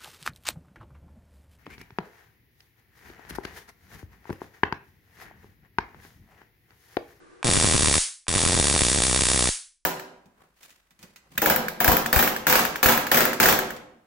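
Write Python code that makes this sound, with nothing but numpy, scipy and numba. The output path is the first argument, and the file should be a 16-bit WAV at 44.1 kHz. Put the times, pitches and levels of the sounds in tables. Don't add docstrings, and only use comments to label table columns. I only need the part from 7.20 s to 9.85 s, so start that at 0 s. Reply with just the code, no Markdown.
import sys
import numpy as np
from scipy import signal
from scipy.fft import rfft, irfft
from scipy.io import wavfile
from numba import njit

SR = 44100
rng = np.random.default_rng(int(sys.argv[2]) if len(sys.argv) > 2 else 0)


def waveform_to_disk(signal):
    frames = np.transpose(np.atleast_2d(signal))
    scaled = np.clip(frames, -1, 1) * 32767
    samples = np.round(scaled).astype(np.int16)
    wavfile.write(sys.argv[1], SR, samples)


N = 116865


def undb(db):
    return 10 ** (np.asarray(db) / 20)


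def unit(x):
    return x / np.sqrt(np.sum(x ** 2))


def decay(t, t60):
    return np.exp(-np.log(1000) * t / t60)


def colour(x, points):
    size = 2 ** 18
    f = np.arange(size // 2 + 1) * SR / size
    hz, db = np.array(points).T
    curve = np.interp(np.log(f + 1), np.log(hz), db)
    cepstrum = irfft(np.log(undb(curve)))
    cepstrum[1:size // 2] *= 2
    cepstrum[size // 2 + 1:] = 0
    return irfft(rfft(x, size) * np.exp(rfft(cepstrum)))[..., :N]


def band(x, hz, width):
    return signal.lfilter(*signal.iirpeak(hz, hz / width, fs=SR), x)


def stereo(envelope, side_db):
    mid, side = rng.standard_normal((2, N)) * envelope
    return unit(mid) + undb(side_db) * unit(side) * np.array([[1], [-1]])


def convolve(x, response):
    return signal.fftconvolve(np.atleast_2d(x), response, axes=1)[:, :N]


def add(out, start, x):
    i = int(round(start * SR))
    out[..., i:i + x.shape[-1]] += x[..., :N - i]


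# centre in Hz, nominal width in Hz, relative level in dB.
HUM_BANDS = [(350, 50, 0), (474, 20, -1), (1190, 50, -6), (1550, 140, -13)]
HUM_DB, HISS_DB, FLOOR_DB, HUM_END_S = -54, -58, -80, 0.23

def background():
    t = np.arange(N) / SR
    hum = sum(undb(db) * band(band(stereo(1, 2), hz, 2 * width), hz, 2 * width)
              for hz, width, db in HUM_BANDS)
    hiss = colour(stereo(1, -2.5), [(60, 5), (200, 4.5), (1800, 1.5), (3000, -8.5), (10000, -14)])
    floor = colour(stereo(1, -12), [(30, 27), (100, 0), (300, -5), (1500, -17), (10000, -40)])
    fade = 1 / (1 + (t / HUM_END_S) ** 20)
    opening = fade * (undb(HUM_DB) * unit(hum) + undb(HISS_DB) * unit(hiss))
    return np.sqrt(2 * N) * (opening + undb(FLOOR_DB) * unit(floor))


# delay in seconds, relative level in dB.
REFLECTIONS = [(.00054, -23), (.00095, -31), (.0018, -9.5), (.00207, -12), (.0027, -7), (.0052, -15.5),
               (0.0126, -5.5)]
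# frequency in Hz, level in dB, 60 dB decay time in seconds.
CASE_MODES = [(2538, -28.5, 0.017), (2873, -20, 0.0096), (3606, -28.5, 0.023), (3672, -28.5, .04),
              (4897, -25, 0.018), (7520, -34.5, .025), (8050, -29.5, 0.067), (9500, -26, 0.054),
              (10100, -21.5, .02)]
# frequency in Hz, gain in dB.
REFLECTION_SPECTRUM = [(200, -31.5), (800, 0), (1700, -2), (2500, -4), (4500, 1.5), (6500, -3), (8000, 3),
                       (10000, 2)]
TAIL_SPECTRUM = [(150, -52), (500, -44.5), (1000, -16.5), (1600, -9.5), (3000, -6), (4700, -2), (7000, 0.5),
                 (10000, 2.5)]
CLUTTER_S, TAIL_BUILD_S = 0.0039, 0.036
BRIGHT_DB, BRIGHT_T60_S, LOW_DB, LOW_T60_S = 6, 0.33, -10.5, .27

def workshop():
    t = np.arange(N) / SR
    near = stereo(t * np.exp(-2 * t / CLUTTER_S), side_db=-8)
    for delay, db in REFLECTIONS:
        add(near, delay, np.array([undb(db)]))
    case = sum(undb(db) * np.sin(2 * np.pi * hz * t) * decay(t, t60) for hz, db, t60 in CASE_MODES)
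    build = 1 - np.exp(-t / TAIL_BUILD_S)
    bright = colour(stereo(build * decay(t, BRIGHT_T60_S), side_db=-11), TAIL_SPECTRUM)
    low = band(stereo(build * decay(t, LOW_T60_S), side_db=-11), hz=800, width=800)
    return colour(near, REFLECTION_SPECTRUM) + case + undb(BRIGHT_DB) * bright + undb(LOW_DB) * low


# start in seconds, relative level in dB.
SWITCH_CLICKS = [(0.2293, 0), (1.0681, -17.5)]
# frequency in Hz, relative level in dB, 60 dB decay time in seconds.
SWITCH_MODES = [(972, -12.5, 0.0039), (1547, -22, 0.0097), (2370, -19.5, 0.0077), (3100, -26.5, 0.0066),
                (7560, -27, .003)]

def switch(response):
    t = np.arange(SR // 20) / SR
    ring = sum(undb(db) * np.cos(2 * np.pi * hz * t) * decay(t, t60) for hz, db, t60 in SWITCH_MODES)
    clicks = np.zeros(N)
    for start, db in SWITCH_CLICKS:
        add(clicks, start, undb(db) * ring)
    direct = colour(clicks, [(200, -17), (800, -2), (3000, -7), (10000, -7)])
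    return direct + undb(-12) * convolve(direct, response)


# first spark in seconds, last spark in seconds.
BURST_SPANS = [(.2448, .7796), (1.0816, 2.289)]
# time in seconds, sparks per second, scatter as a fraction of the interval.
SPARK_RATE = [(0.27, 126.8, 0.067), (0.332, 97.4, 0.072), (0.422, 85.3, 0.097), (0.512, 85.0, 0.14),
              (0.61, 73.2, 0.068), (0.731, 73.9, 0.081), (1.141, 84.2, 0.16), (1.299, 80.0, 0.12),
              (1.481, 73.5, 0.076), (1.619, 69.6, 0.1), (1.769, 63.2, 0.046), (1.93, 63.8, 0.077),
              (2.069, 65.2, 0.091), (2.221, 62.5, 0.045)]
# time in seconds, relative thump level in dB.
EARLY_POPS = [(.2921, 3), (.3742, 4), (.4445, 7), (.5448, 4), (.5524, 5), (.6314, 3), (.6833, 4),
              (1.1599, 7), (1.2365, 4), (1.262, 6), (1.2963, 3), (1.3502, 3), (1.3755, 3), (1.3986, 8),
              (1.5504, 2), (1.6183, 7), (1.786, 2), (2.0195, 3), (2.1449, 2)]
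# time in seconds, crack gain in dB, thump gain in dB.
SPARK_STRENGTH = [(.245, -3.5, -1.5), (.32, 1, 2), (.55, 1, 2), (.78, 1.5, 4), (1.08, -2.5, -4),
                  (1.2, -2, -1.5), (1.6, 0.5, 1.5), (1.85, -.5, 0.5), (2.29, -0.5, 0.5)]
EARLY_FRACTION, REFERENCE_HZ = .72, 68.2
CRACK_SCATTER_DB, THUMP_SCATTER_DB = 2.08, 1.1

def spark_train():
    rate_times, rates, scatter = np.array(SPARK_RATE).T
    sparks = []
    for first, last in BURST_SPANS:
        sparks.append((first, 1, 1))
        start = first
        pops = [pop for pop in EARLY_POPS if first < pop[0] < last]
        for end, pop_db in pops + [(last, None)]:
            rate = np.interp((start + end) / 2, rate_times, rates)
            final_interval = 1 if pop_db is None else EARLY_FRACTION
            count = max(1, int(round((end - start) * rate + 1 - final_interval)))
            jitter, crack_jitter, thump_jitter = rng.standard_normal((40, 3))[:count].T
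            intervals = np.exp(np.interp(start, rate_times, scatter) * jitter)
            intervals[-1] = final_interval
            intervals *= (end - start) / intervals.sum()
            wait = intervals * REFERENCE_HZ
            crack = wait ** .5 * undb(CRACK_SCATTER_DB * crack_jitter)
            thump = wait ** -.25 * undb(THUMP_SCATTER_DB * thump_jitter)
            if pop_db is not None:
                thump[-1] = undb(pop_db)
            sparks += zip(start + np.cumsum(intervals), crack, thump)
            start = end
    times, crack_gains, thump_gains = np.array(sparks).T
    strength_times, crack_db, thump_db = np.array(SPARK_STRENGTH).T
    crack_gains *= undb(np.interp(times, strength_times, crack_db))
    thump_gains *= undb(np.interp(times, strength_times, thump_db))
    return times, crack_gains, thump_gains


# least delay, rise time and nominal fall time, in seconds.
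THUMP_PULSES = [(0.00046, 0.00005, 0.001), (0.00003, 0.000027, 0.00095)]
THUMP_DB, THUMP_LAG_S, LOW_CUT_HZ = -10.5, 0.00034, 15
SWING_DEPTH, SWING_S = 0.2, 0.0035

def microphone_thumps(times, gains):
    t = np.arange(SR // 40) / SR
    swing = SWING_DEPTH * t / SWING_S * np.exp(1 - t / SWING_S)
    thumps = np.zeros((2, N))
    for start, gain in zip(times, gains):
        for channel, (delay, rise, fall) in zip(thumps, THUMP_PULSES):
            stretch, lag = rng.standard_normal(2)
            recovery = fall * np.exp(.12 * stretch) / gain ** 0.1
            pulse = (1 - np.exp(-t / rise)) * np.exp(-t / recovery)
            add(channel, start + delay + THUMP_LAG_S * abs(lag), gain * (pulse / pulse.max() - swing))
    low_cut = signal.butter(2, LOW_CUT_HZ, "high", fs=SR, output="sos")
    return undb(THUMP_DB) * signal.sosfilt(low_cut, thumps)


# frequency in Hz, relative gain in dB.
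SNAP_SPECTRUM = [(200, 9.5), (600, -9), (1300, -5.5), (1750, -31), (2500, -5), (5000, -1), (10000, -6)]
FIZZ_SPECTRUM = [(200, 0), (600, 6), (900, 6), (1300, 4), (1900, -4), (2600, 0), (4000, 0), (10000, -2)]
SNAP_DB, FIZZ_DB, ECHO_DB = 5, -1, 1
FIZZ_S, REBOUND_DEPTH, REBOUND_S = .001, 0.18, .0001

def spark_cracks(times, gains, response):
    t = np.arange(SR // 40) / SR
    impulses, noise = np.zeros(N), np.zeros((2, N))
    for start, gain in zip(times, gains):
        add(impulses, start, np.array([-gain]))
        add(noise, start, gain * unit(rng.standard_normal((2, len(t))) * np.exp(-t / FIZZ_S)))
    rebound = REBOUND_DEPTH * np.roll(impulses, int(round(REBOUND_S * SR)))
    snaps = undb(SNAP_DB) * colour(impulses - rebound, SNAP_SPECTRUM)
    fizz = undb(FIZZ_DB) * colour(noise, FIZZ_SPECTRUM)
    return snaps + fizz + undb(ECHO_DB) * convolve(impulses, response)


def scene():
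    response = workshop()
    quiet_sounds = background() + switch(response)
    times, crack_gains, thump_gains = spark_train()
    thumps = microphone_thumps(times, thump_gains)
    return quiet_sounds + thumps + spark_cracks(times, crack_gains, response)


@njit
def follow(x, attack_s, release_s):
    out, level = np.empty(len(x)), 0.
    for i in range(len(x)):
        level += (x[i] - level) / (SR * (attack_s if x[i] > level else release_s))
        out[i] = level
    return out


THRESHOLD_DB, RATIO, ATTACK_S, RELEASE_S = -17, 2.06, 0.003, 0.013
CLIP_LEVEL, TOP_HZ = .65, 10380

def record(dry):
    level = follow(np.abs(dry).mean(0), ATTACK_S, RELEASE_S)
    gain = np.maximum(level / undb(THRESHOLD_DB), 1) ** (1 / RATIO - 1)
    gentle_cut = signal.butter(4, TOP_HZ + 1500, fs=SR, output="sos")
    steep_cut = signal.ellip(12, .2, 80, TOP_HZ, fs=SR, output="sos")
    compressed = signal.sosfilt(gentle_cut, dry * gain)
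    return signal.sosfilt(steep_cut, CLIP_LEVEL * np.tanh(compressed / CLIP_LEVEL))


dry = scene()
out = record(dry)
waveform_to_disk(out)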